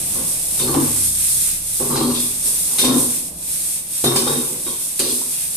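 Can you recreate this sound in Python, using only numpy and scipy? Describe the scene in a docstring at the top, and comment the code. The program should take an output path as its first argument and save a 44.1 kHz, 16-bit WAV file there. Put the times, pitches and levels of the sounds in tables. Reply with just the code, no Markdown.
"""A steel wok is dragged and tossed on a stove ring: it judders and rings low, as rough pushes stir its modes.
A steel ladle chatters and clinks high, from random clicks and short blows, and tiled walls echo the steel.
Frying food and the gas jet hiss on top, made of shaped noise with lulls, short bursts and bursting drops.
Outside the room a slow motor throbs for the first seconds, a few wavering sine tones.
Under it all lies the rumble of the kitchen, shaped noise that swells slowly."""
import sys
import numpy as np
from scipy import signal
from scipy.fft import rfft, irfft, next_fast_len
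from scipy.io import wavfile
from scipy.ndimage import uniform_filter1d

SR = 44100
rng = np.random.default_rng(int(sys.argv[2]) if len(sys.argv) > 2 else 0)


def transcribe(signal):
    """Save signal, clipped to [-1, 1], as a 16-bit WAV file at the path in sys.argv[1]."""
    frames = np.atleast_2d(signal).T
    limited = np.clip(frames, -1, 1)
    pcm = np.round(limited * 32767).astype(np.int16)
    wavfile.write(sys.argv[1], SR, pcm)


N = 245195  # length in samples


def undb(db):
    """Turns a level in dB into a gain."""
    return 10 ** (np.asarray(db) / 20)


def unit(x):
    """Scales a sound to an rms (average strength) of 1."""
    return x / np.sqrt(np.mean(x ** 2))


def columns(table):
    """Draws straight lines between a table's rows, one curve for each column after the time."""
    seconds, *rest = np.transpose(table)
    return [np.interp(np.arange(N) / SR, seconds, column) for column in rest]


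def walk(rate):
    """Smooth random wandering with a spread near 1: levels held for 1 / rate seconds, averaged twice."""
    hold = int(SR / rate)
    steps = np.repeat(rng.standard_normal(N // hold + 1), hold)
    smooth = uniform_filter1d(uniform_filter1d(steps, hold), hold)
    return 1.66 * smooth[:N]


def grains(rate, spread_db):
    """Random clicks, about rate of them a second, most small and a few large; rms 1."""
    when, sign, size = rng.random(N), rng.standard_normal(N), rng.exponential(size=N)
    height = np.clip(sign, -2, 2) * undb(spread_db * np.minimum(size, 4))
    return unit((when < rate / SR) * height)


def colour(x, points):
    """Shapes the spectrum by (Hz, dB) points without sounding early: nothing is heard before a blow."""
    hz, db = np.transpose(points)
    size = 2 * next_fast_len(N // 2 + 1)
    f = np.maximum(np.arange(size // 2 + 1) * SR / size, 1)
    curve_db = np.interp(np.log(f), np.log(np.maximum(hz, 1)), db)
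    # folding the cepstrum (transform of the log spectrum) gives a minimum-phase filter
    cepstrum = irfft(np.log(undb(curve_db)), size)
    cepstrum[1:size // 2] *= 2
    response = np.exp(rfft(cepstrum[:size // 2 + 1], size))
    return irfft(rfft(x, size) * response, size)[..., :N]


def strokes(table, fade_db_per_s):
    """Gains of strokes that rise, hold and fade; columns after the level are relative to it."""
    power, t = 0, np.arange(N) / SR
    for start, rise, hold, db, *rest in table:
        attack = np.clip((t - start) / max(rise, .002), 0, 1)
        fade = undb(-fade_db_per_s * np.maximum(t - start - rise - hold, 0))
        levels = undb([[db]] + [[db + r] for r in rest])
        power = power + (attack * fade) ** 2 * levels ** 2
    return np.sqrt(power)


def blows(table, relative=False, snap=0):
    """A rough push at each event, sudden and dying away over its contact length; snap adds a first click."""
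    push, clicks = np.zeros(N), np.zeros(N)
    for s, db, relative_db, length_s in table:
        i = int(s * SR)
        t = np.arange(min(N - i, SR // 4)) / SR
        gain = undb(db + relative * relative_db)
        push[i:i + len(t)] += gain * np.exp(-t / max(length_s, .001))
        clicks[i] = snap * gain
    return push * rng.standard_normal(N) + clicks


def favoured(force, events, lift_db, width_hz):
    """Adds a resonance at the frequency favoured by the latest contact; lift_db is its own gain."""
    events = sorted(events)
    starts = [int(s * SR) for s, _ in events] + [N]
    out = force.copy()
    for (_, hz), a, b in zip(events, starts, starts[1:]):
        peak = signal.iirpeak(hz, hz / width_hz, fs=SR)
        out[a:b] += undb(lift_db) * signal.lfilter(*peak, force[a:b])
    return out


def ring(force, modes, drift):
    """Modes die away, detuned by the shifting load, with a moving phase between channels.

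    Each mode is (Hz, dB, seconds to fall 60 dB); steady noise of rms 1 gives about rms 1 before the high-pass.
    """
    out, power = 0, 0
    for hz, db, t60 in modes:
        pole = np.exp(2j * np.pi * hz / SR - np.log(1000) / (t60 * SR))
        gain = undb(db) * np.sqrt(2 * (1 - abs(pole) ** 2))
        detune = 2 * np.pi * np.cumsum(drift * hz * walk(25)) / SR
        apart = min(hz / 700, 2.5) * walk(4)  # phase between left and right
        z = signal.lfilter([gain], [1, -pole], force)
        left = (z * np.exp(1j * detune)).imag
        right = (z * np.exp(1j * (detune + apart))).imag
        out = out + np.array([left, right])
        power += undb(db) ** 2
    high_pass = signal.butter(4, 70, "high", fs=SR, output="sos")
    return signal.sosfilt(high_pass, out) / np.sqrt(power)


def sizzle_db():
    """Moving level of the frying and gas hiss, with smooth lulls and short bursts."""
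    # Each row: time in seconds, base level in dB.
    slow_level = [(0.0, -22.5), (0.43, -22.5), (0.6, -20.5), (0.7, -23), (1.0, -19.5), (1.25, -18),
                  (1.5, -18), (1.78, -22.5), (2.12, -24), (2.5, -21), (2.76, -21.5), (3.17, -19.5),
                  (3.6, -23.5), (4.0, -22), (4.4, -21.5), (4.55, -27), (4.9, -25), (5.1, -23),
                  (5.56, -21.5)]
    # The sizzle sags while the food is tossed or turned off the hot steel.
    # Each row: middle in seconds, depth in dB, half length in seconds.
    lull_table = [(1.114, -6.5, 0.051), (1.38, -2, 0.059), (1.627, -7.5, 0.085), (2.39, -3.5, 0.065),
                  (2.909, -2.5, 0.045), (3.064, -2, 0.036), (3.334, -13.5, 0.12), (3.866, -8.5, 0.063),
                  (4.127, -2, 0.036), (4.237, -1.5, 0.034), (4.948, -3, 0.03), (5.28, -3.5, 0.08),
                  (5.505, -4, 0.049)]
    # Short hissy bursts, most of them the bright crack of a ladle or pan knock.
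    # Each row: start in seconds, rise in dB before decay.
    burst_table = [(2.199, 5), (2.79, 8), (2.98, 2.5), (4.041, 6), (4.16, 6.5), (4.992, 10)]
    attack_s, decay_s = 0.0023, 0.021
    t = np.arange(N) / SR
    lulls = sum(db * np.exp(-((t - s) / half) ** 2) for s, db, half in lull_table)
    bursts = 0
    for s, db in burst_table:
        attack = np.clip((t - s) / attack_s, 0, 1)
        bursts = bursts + db * attack * np.exp(-np.maximum(t - s, 0) / decay_s)
    return columns(slow_level)[0] + lulls + bursts


def spit(rate, spread_db, share):
    """Dense bursting droplets in steam noise: part reaches the left channel later, the rest is diffuse."""
    left_lag = 12  # samples
    direct = grains(rate, spread_db) + 0.55 * rng.standard_normal(N)
    near = np.array([np.roll(direct, left_lag), direct])
    diffuse = undb(1.0 * walk(20)) * rng.standard_normal((2, N))
    return share * near + diffuse


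def hiss():
    """A bright sizzle, strongest near 9 kHz, over a duller steam hiss, with lone bursting drops."""
    # Tone of the bright sizzle and drops. Each row: frequency in Hz, strength in dB per Hz.
    bright_colour = [(2000, -26.5), (3100, -25), (3350, -15.5), (4400, -15), (5500, -11.5), (7000, -11),
                     (8000, -5), (8800, 3), (9700, -2.5), (10500, -1), (12000, -7), (14400, -11),
                     (15000, -10.5)]
    # Tone of the dull steam hiss. Each row: frequency in Hz, strength in dB per Hz.
    dull_colour = [(600, -35), (1000, -9.5), (1700, -2), (2500, 5), (3500, -1), (6000, -7), (8000, -38)]
    # Each row: frequency in Hz, left minus right in dB.
    balance = [(700, 1.5), (2300, 1), (4300, 3), (7900, -10), (10500, 4.5), (14500, 5)]
    bright_db, dull_db, pop_db = 3.0, -19.5, -15.5  # relative to the moving level
    pop_rate_hz, pop_length_s = 60, .001
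    level_db = sizzle_db()
    bright = unit(colour(spit(5000, 4.2, 0.34), bright_colour)) * undb(level_db + bright_db)
    dull = unit(colour(spit(3000, 1.6, 0.3), dull_colour)) * undb(level_db + dull_db)
    spurt = np.exp(-np.arange(SR // 100) / SR / pop_length_s)
    spurts = signal.fftconvolve(np.abs(grains(pop_rate_hz, 3.)), spurt)[:N]
    pops = spurts * rng.standard_normal((2, N))
    pops = unit(colour(pops, bright_colour)) * undb(level_db + pop_db)
    left, right = bright + dull + pops
    left = colour(left, [(hz, db / 2) for hz, db in balance])
    right = colour(right, [(hz, -db / 2) for hz, db in balance])
    return np.array([left, right])


def motor():
    """A few wavering tones near multiples of the firing rate, fading out."""
    # Each row: time in seconds, firing rate in Hz, level in dB, overtones relative to it in dB.
    course = [(0.0, 31.02, -56.5, 10.5), (0.5, 32.53, -47, 4.5), (1.1, 32.76, -45, 7.5),
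              (1.3, 33.6, -47, 0), (1.55, 33.36, -40, -2), (1.9, 34.83, -46, -1), (2.15, 36.5, -47, 7),
              (2.7, 34.4, -56, -8), (3.2, 35.1, -45, 14)]
    # Each row: multiple of the firing rate, level within the overtones in dB.
    overtones = [(2, -3.5), (3, -2.5), (4, -8), (5, -10.5), (6, -8.5)]
    hz, level_db, over_db = columns(course)
    turn = 2 * np.pi * np.cumsum(hz * (1 + 0.00877 * walk(6.1))) / SR
    # the lowest tone sits slightly below the firing rate
    orders = [(0.97, level_db)] + [(k, level_db + over_db + db) for k, db in overtones]
    tones = sum(undb(db + 2.7 * walk(5.42)) * np.sin(k * turn + k * k) for k, db in orders)
    fade = np.clip((course[-1][0] - np.arange(N) / SR) / 0.21, 0, 1)
    return fade * np.sqrt(2) * tones


def kitchen():
    """Flame and fan rumble that swells slowly; the channels differ mostly higher up."""
    # Each row: frequency in Hz, strength in dB per Hz.
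    rumble_colour = [(20, 2), (35, -15), (59, 10), (100, -4), (130, 5.5), (185, 8), (220, -1.5), (315, 0.5),
                     (400, -8), (600, -4), (900, -11), (1300, -21), (2500, -49)]
    # Each row: time in seconds, level in dB around which the swell moves.
    rumble_level = [(0, -35.5), (0.5, -39.5), (1.3, -43), (2.5, -41), (3.4, -41.5), (3.7, -41.5),
                    (4.8, -43), (5.56, -42.5)]
    mid = colour(rng.standard_normal(N), rumble_colour)
    side = colour(rng.standard_normal(N), rumble_colour)
    side = colour(side, [(60, -11.0), (250, -18.0), (600, -1.5), (2000, -1)])
    swell_db = 1.2 * walk(4)
    return unit(np.array([mid + side, mid - side])) * undb(columns(rumble_level)[0] + swell_db)


def pan():
    """Stick-slip judder on the ring and single bumps shake the bowl, its rim and the stove top."""
    # Pan sliding on the ring. Each row: start, rise and hold in seconds, level in dB before mixing,
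    # rim ring and stove top relative to it in dB, favoured frequency in Hz.
    drags = [(0.117, 0.033, 0.063, -36, -1, -19, 585), (0.598, 0.02, 0.15, -29, -2, -8, 400),
             (0.677, 0.008, 0.05, -27, -6, -20, 323), (0.741, 0.0042, 0.025, -19, -5, 4, 270),
             (1.8, 0.0079, 0.012, -24, -4, -0.5, 400), (1.87, 0.059, 0.18, -27.5, -1.5, -3.5, 300),
             (2.422, 0.041, 0.015, -39, -1, -12, 503), (2.678, 0.031, 0.06, -42.5, 4.5, -15, 450),
             (2.793, 0.049, 0.12, -21.5, -6, -13, 260), (4.046, 0.014, 0.15, -26, -3, -9, 350),
             (4.247, 0.029, 0.082, -25, -5, -1.5, 368), (4.453, 0.019, 0.07, -36.5, -7, -11, 374),
             (4.646, 0.019, 0.035, -38, -0.5, -9, 380), (4.996, 0.006, 0.071, -27, -12, -10, 303)]
    # Pan bumping the ring. Each row: start in seconds, blow in dB before mixing,
    # rim ring relative to it in dB, contact length in seconds.
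    bumps = [(0.599, -19.5, -9, 0.012), (0.679, -17, -3.5, 0.013), (0.742, -8, -2, 0.008),
             (0.761, -17, -8, 0.006), (0.819, -16, -20, 0.008), (0.88, -19.5, -10, 0.0074),
             (1.801, -16, -2.5, 0.0058), (1.87, -24, -24, 0.0044), (1.903, -20, -1, 0.023),
             (1.955, -22, 7, 0.017), (2.009, -11.5, -4.5, 0.0053), (2.792, -23.5, 3.5, 0.0074),
             (2.838, -9, -9, 0.006), (2.859, -12.5, -13, 0.005), (2.879, -12, -5, 0.005),
             (2.907, -14, -13, 0.0045), (2.918, -10.5, -20, 0.0046), (2.942, -12, -22, 0.0047),
             (2.958, -12, -20, 0.0055), (4.0405, -3, -11, 0.0054), (4.059, -6.5, -12, 0.005),
             (4.066, -13, -14, 0.004), (4.082, -13.5, -16, 0.0054), (4.119, -12.5, -5, 0.0071),
             (4.158, -11, -10, 0.006), (4.268, -17, 1, 0.012), (4.29, -18, -5, 0.006),
             (4.666, -25.5, -5, 0.012), (4.997, -14.5, -20, 0.008), (5.016, -19, -20, 0.0054),
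             (5.042, -21.5, -9, 0.006), (5.066, -21, -18, 0.006), (5.216, -32, 6, 0.0029)]
    # Ringing of bowl, rim and stove top. Each row: frequency in Hz, level in dB within the group,
    # time to fall 60 dB in seconds.
    bowl_modes = [(194, -10, 0.27), (242.4, 1.5, 0.33), (265.4, -1.5, 0.23), (299, -2.5, 0.24),
                  (333.1, 0.5, 0.097), (375.5, 2, 0.18), (451.7, -1.5, 0.17), (498.4, -5, 0.13),
                  (542.6, -3.5, 0.18), (585, -6, 0.13), (660, -10.5, 0.08), (764, -8.5, 0.17)]
    rim_modes = [(841, 2.5, 0.024), (957, 4.5, 0.06), (1048, -5, 0.19), (1057, 1, 0.077), (1105, 0, 0.16),
                 (1148, -1, 0.29), (1306, -4.5, 0.18), (1491, -6.5, 0.074)]
    stove_modes = [(74.7, -11, 0.44), (139, 6, 0.29), (167, -9, 0.29)]
    # Rough grinding between the modes. Each row: frequency in Hz, level in dB.
    grind_colour = [(120, -3.5), (250, 13), (500, 10.5), (700, -15), (1100, -1.5), (1700, -7.5),
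                    (2300, -17)]
    # Dull first thud of a bump. Each row: frequency in Hz, level in dB.
    thud_colour = [(150, -8), (330, -1), (600, -1), (1100, -14), (2500, -30)]
    snap_db = 21  # first instant of a bump over the rough contact that follows

    bowl, rim, stove = strokes([d[:-1] for d in drags], 174)  # fades at 174 dB per second
    judder = undb(0.61 * walk(40)) * (grains(900, 1.2) + 0.74 * rng.standard_normal(N))
    slide = favoured(bowl * judder, [(d[0], d[-1]) for d in drags], lift_db=4.5, width_hz=82)
    thud = undb(-9) * colour(blows(bumps, snap=undb(11.0)), thud_colour)
    bowl_force = undb(-8.0) * slide + undb(-10.5) * blows(bumps, snap=undb(snap_db))
    rim_bumps = blows(bumps, relative=True, snap=undb(snap_db - 7.5))
    rim_force = undb(-7.5) * rim * judder + undb(-3.5) * rim_bumps
    stove_force = undb(-6.0) * stove * judder + undb(-12.5) * blows(bumps)

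    rough = bowl_force + rim_force
    # noise of opposite sign left and right widens the grinding
    wide = colour(rough * rng.standard_normal(N), [(200, -25), (600, -1.5), (2000, -2)])
    grind = colour(np.array([rough + wide, rough - wide]), grind_colour)
    ringing = ring(bowl_force, bowl_modes, .04) + ring(rim_force, rim_modes, .025)
    return ringing + ring(stove_force, stove_modes, 0.0055) + grind + thud


def ladle():
    """Chatter and knocks rasp broadly and stir the ladle's modes, damped by hand and food; each knock cracks."""
    # Ladle rubbing along the steel. Each row: start, rise and hold in seconds,
    # level in dB before mixing, favoured frequency in Hz.
    rubs = [(0.592, 0.0054, 0.03, -25.5, 4400), (1.892, 0.074, 0.092, -26, 4000),
            (2.129, 0.025, 0.015, -26, 3750), (2.787, 0.005, 0.034, -21.5, 3750),
            (2.828, 0.0087, 0.03, -28.5, 3550), (4.04, 0.005, 0.017, -23.5, 3700),
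            (4.147, 0.012, 0.027, -23, 4000), (4.247, 0.015, 0.018, -30.5, 3640),
            (4.32, 0.015, .015, -31, 3670), (4.644, 0.018, 0.016, -30, 3560),
            (4.996, 0.0038, 0.076, -24.5, 4200), (5.308, 0.019, .04, -34, 2860)]
    # Ladle knocking the pan. Each row: start in seconds, blow in dB before mixing,
    # treble crack relative to it in dB, contact length in seconds, favoured frequency in Hz.
    knock_table = [(0.593, -22, -1, 0.025, 3600), (0.742, -25, -6, 0.015, 3650),
                   (0.961, -37, 13.5, 0.02, 4500), (1.959, -21.5, -1.5, 0.03, 4420),
                   (2.785, -13.5, -5.5, 0.012, 3650), (2.796, -19, -7, 0.014, 3700),
                   (2.809, -18, -5, 0.014, 3630), (2.846, -14.5, -3, 0.021, 3650),
                   (2.883, -25, -12, 0.014, 3550), (3.593, -33, -12, 0.012, 3580),
                   (4.04, -17.5, -5, 0.025, 3620), (4.159, -18, 1.5, 0.029, 5300),
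                   (4.275, -21, -12, 0.015, 3600), (4.992, -17.5, -2.5, 0.008, 4130),
                   (4.999, -20.5, -1, 0.027, 4100)]
    # Ringing of the ladle, all dying alike. Each row: frequency in Hz, level in dB within the group.
    ladle_modes = [(2480, -4), (2850, -2), (3240, 3), (3630, 5), (3900, -2.5), (4130, -1.5), (4400, 2.5),
                   (4880, 6), (5290, 3.5), (5500, -8), (5850, 2), (6130, 2.5)]
    # Tone of the broad rasp. Each row: frequency in Hz, level in dB.
    rasp_colour = [(1500, -15), (2400, -1), (3100, -14.5), (3400, -6.5), (4500, -1.5), (6000, -34),
                   (8000, -40)]
    t60_s = 0.073  # time for every mode to fall 60 dB
    contact_db, contact_width_hz = 6.5, 296  # resonance added by the place of contact
    tick = undb(12.)  # first tick of a knock over its rough contact

    chatter = strokes([r[:-1] for r in rubs], 135)[0]  # fades at 135 dB per second
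    chatter = chatter * undb(2 * walk(60)) * grains(3500, 1.5)
    chatter = favoured(chatter, [(r[0], r[-1]) for r in rubs], contact_db, contact_width_hz)
    hits = [k[:-1] for k in knock_table]
    places = [(k[0], k[-1]) for k in knock_table]
    knocks = favoured(blows(hits, snap=tick), places, contact_db, contact_width_hz)
    rasp = colour(undb(-6.5) * chatter + undb(-2.5) * knocks, rasp_colour)
    crack = blows(hits, relative=True, snap=tick)
    crack = colour(crack, [(4000, -5), (7000, 2.0), (9000, 6.0), (15000, -37)])
    force = undb(-8.0) * chatter + undb(-7.5) * knocks
    return ring(force, [(hz, db, t60_s) for hz, db in ladle_modes], .02) + rasp + crack


def room(x):
    """Tiled walls add a decaying noise tail, much alike in both channels in the bass."""
    t60_s, tail_db, split_hz = .6, -3, 600
    t = np.arange(int(t60_s * SR)) / SR
    decay = 1000. ** (-t / t60_s) * np.minimum(t / 0.0046, 1)  # builds up over 4.6 ms
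    low, left, right = rng.standard_normal((3, len(t))) * decay
    b, a = signal.butter(1, split_hz, fs=SR)
    # below the split, each side's own noise gives way to the shared one
    tail = np.array([side + signal.lfilter(b, a, low - side) for side in (left, right)])
    tail = tail / np.sqrt(np.sum(tail ** 2, axis=1, keepdims=True))
    return x + undb(tail_db) * signal.fftconvolve(x, tail, axes=1)[:, :N]


def scene():
    """Steel in the room, a little to the left, with the steady sounds around it."""
    left_over_right_db = 1.2
    steel = room(pan() + ladle()) * undb([[left_over_right_db / 2], [-left_over_right_db / 2]])
    return steel + hiss() + motor() + kitchen()


def record(dry):
    """Soft limiting rounds the loudest peaks, then a steep low-pass cuts the top."""
    low_pass = signal.ellip(12, .3, 70, 14230, fs=SR, output="sos")  # cuts above 14230 Hz
    return signal.sosfilt(low_pass, np.tanh(dry))


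dry = scene()
out = record(dry)
transcribe(out)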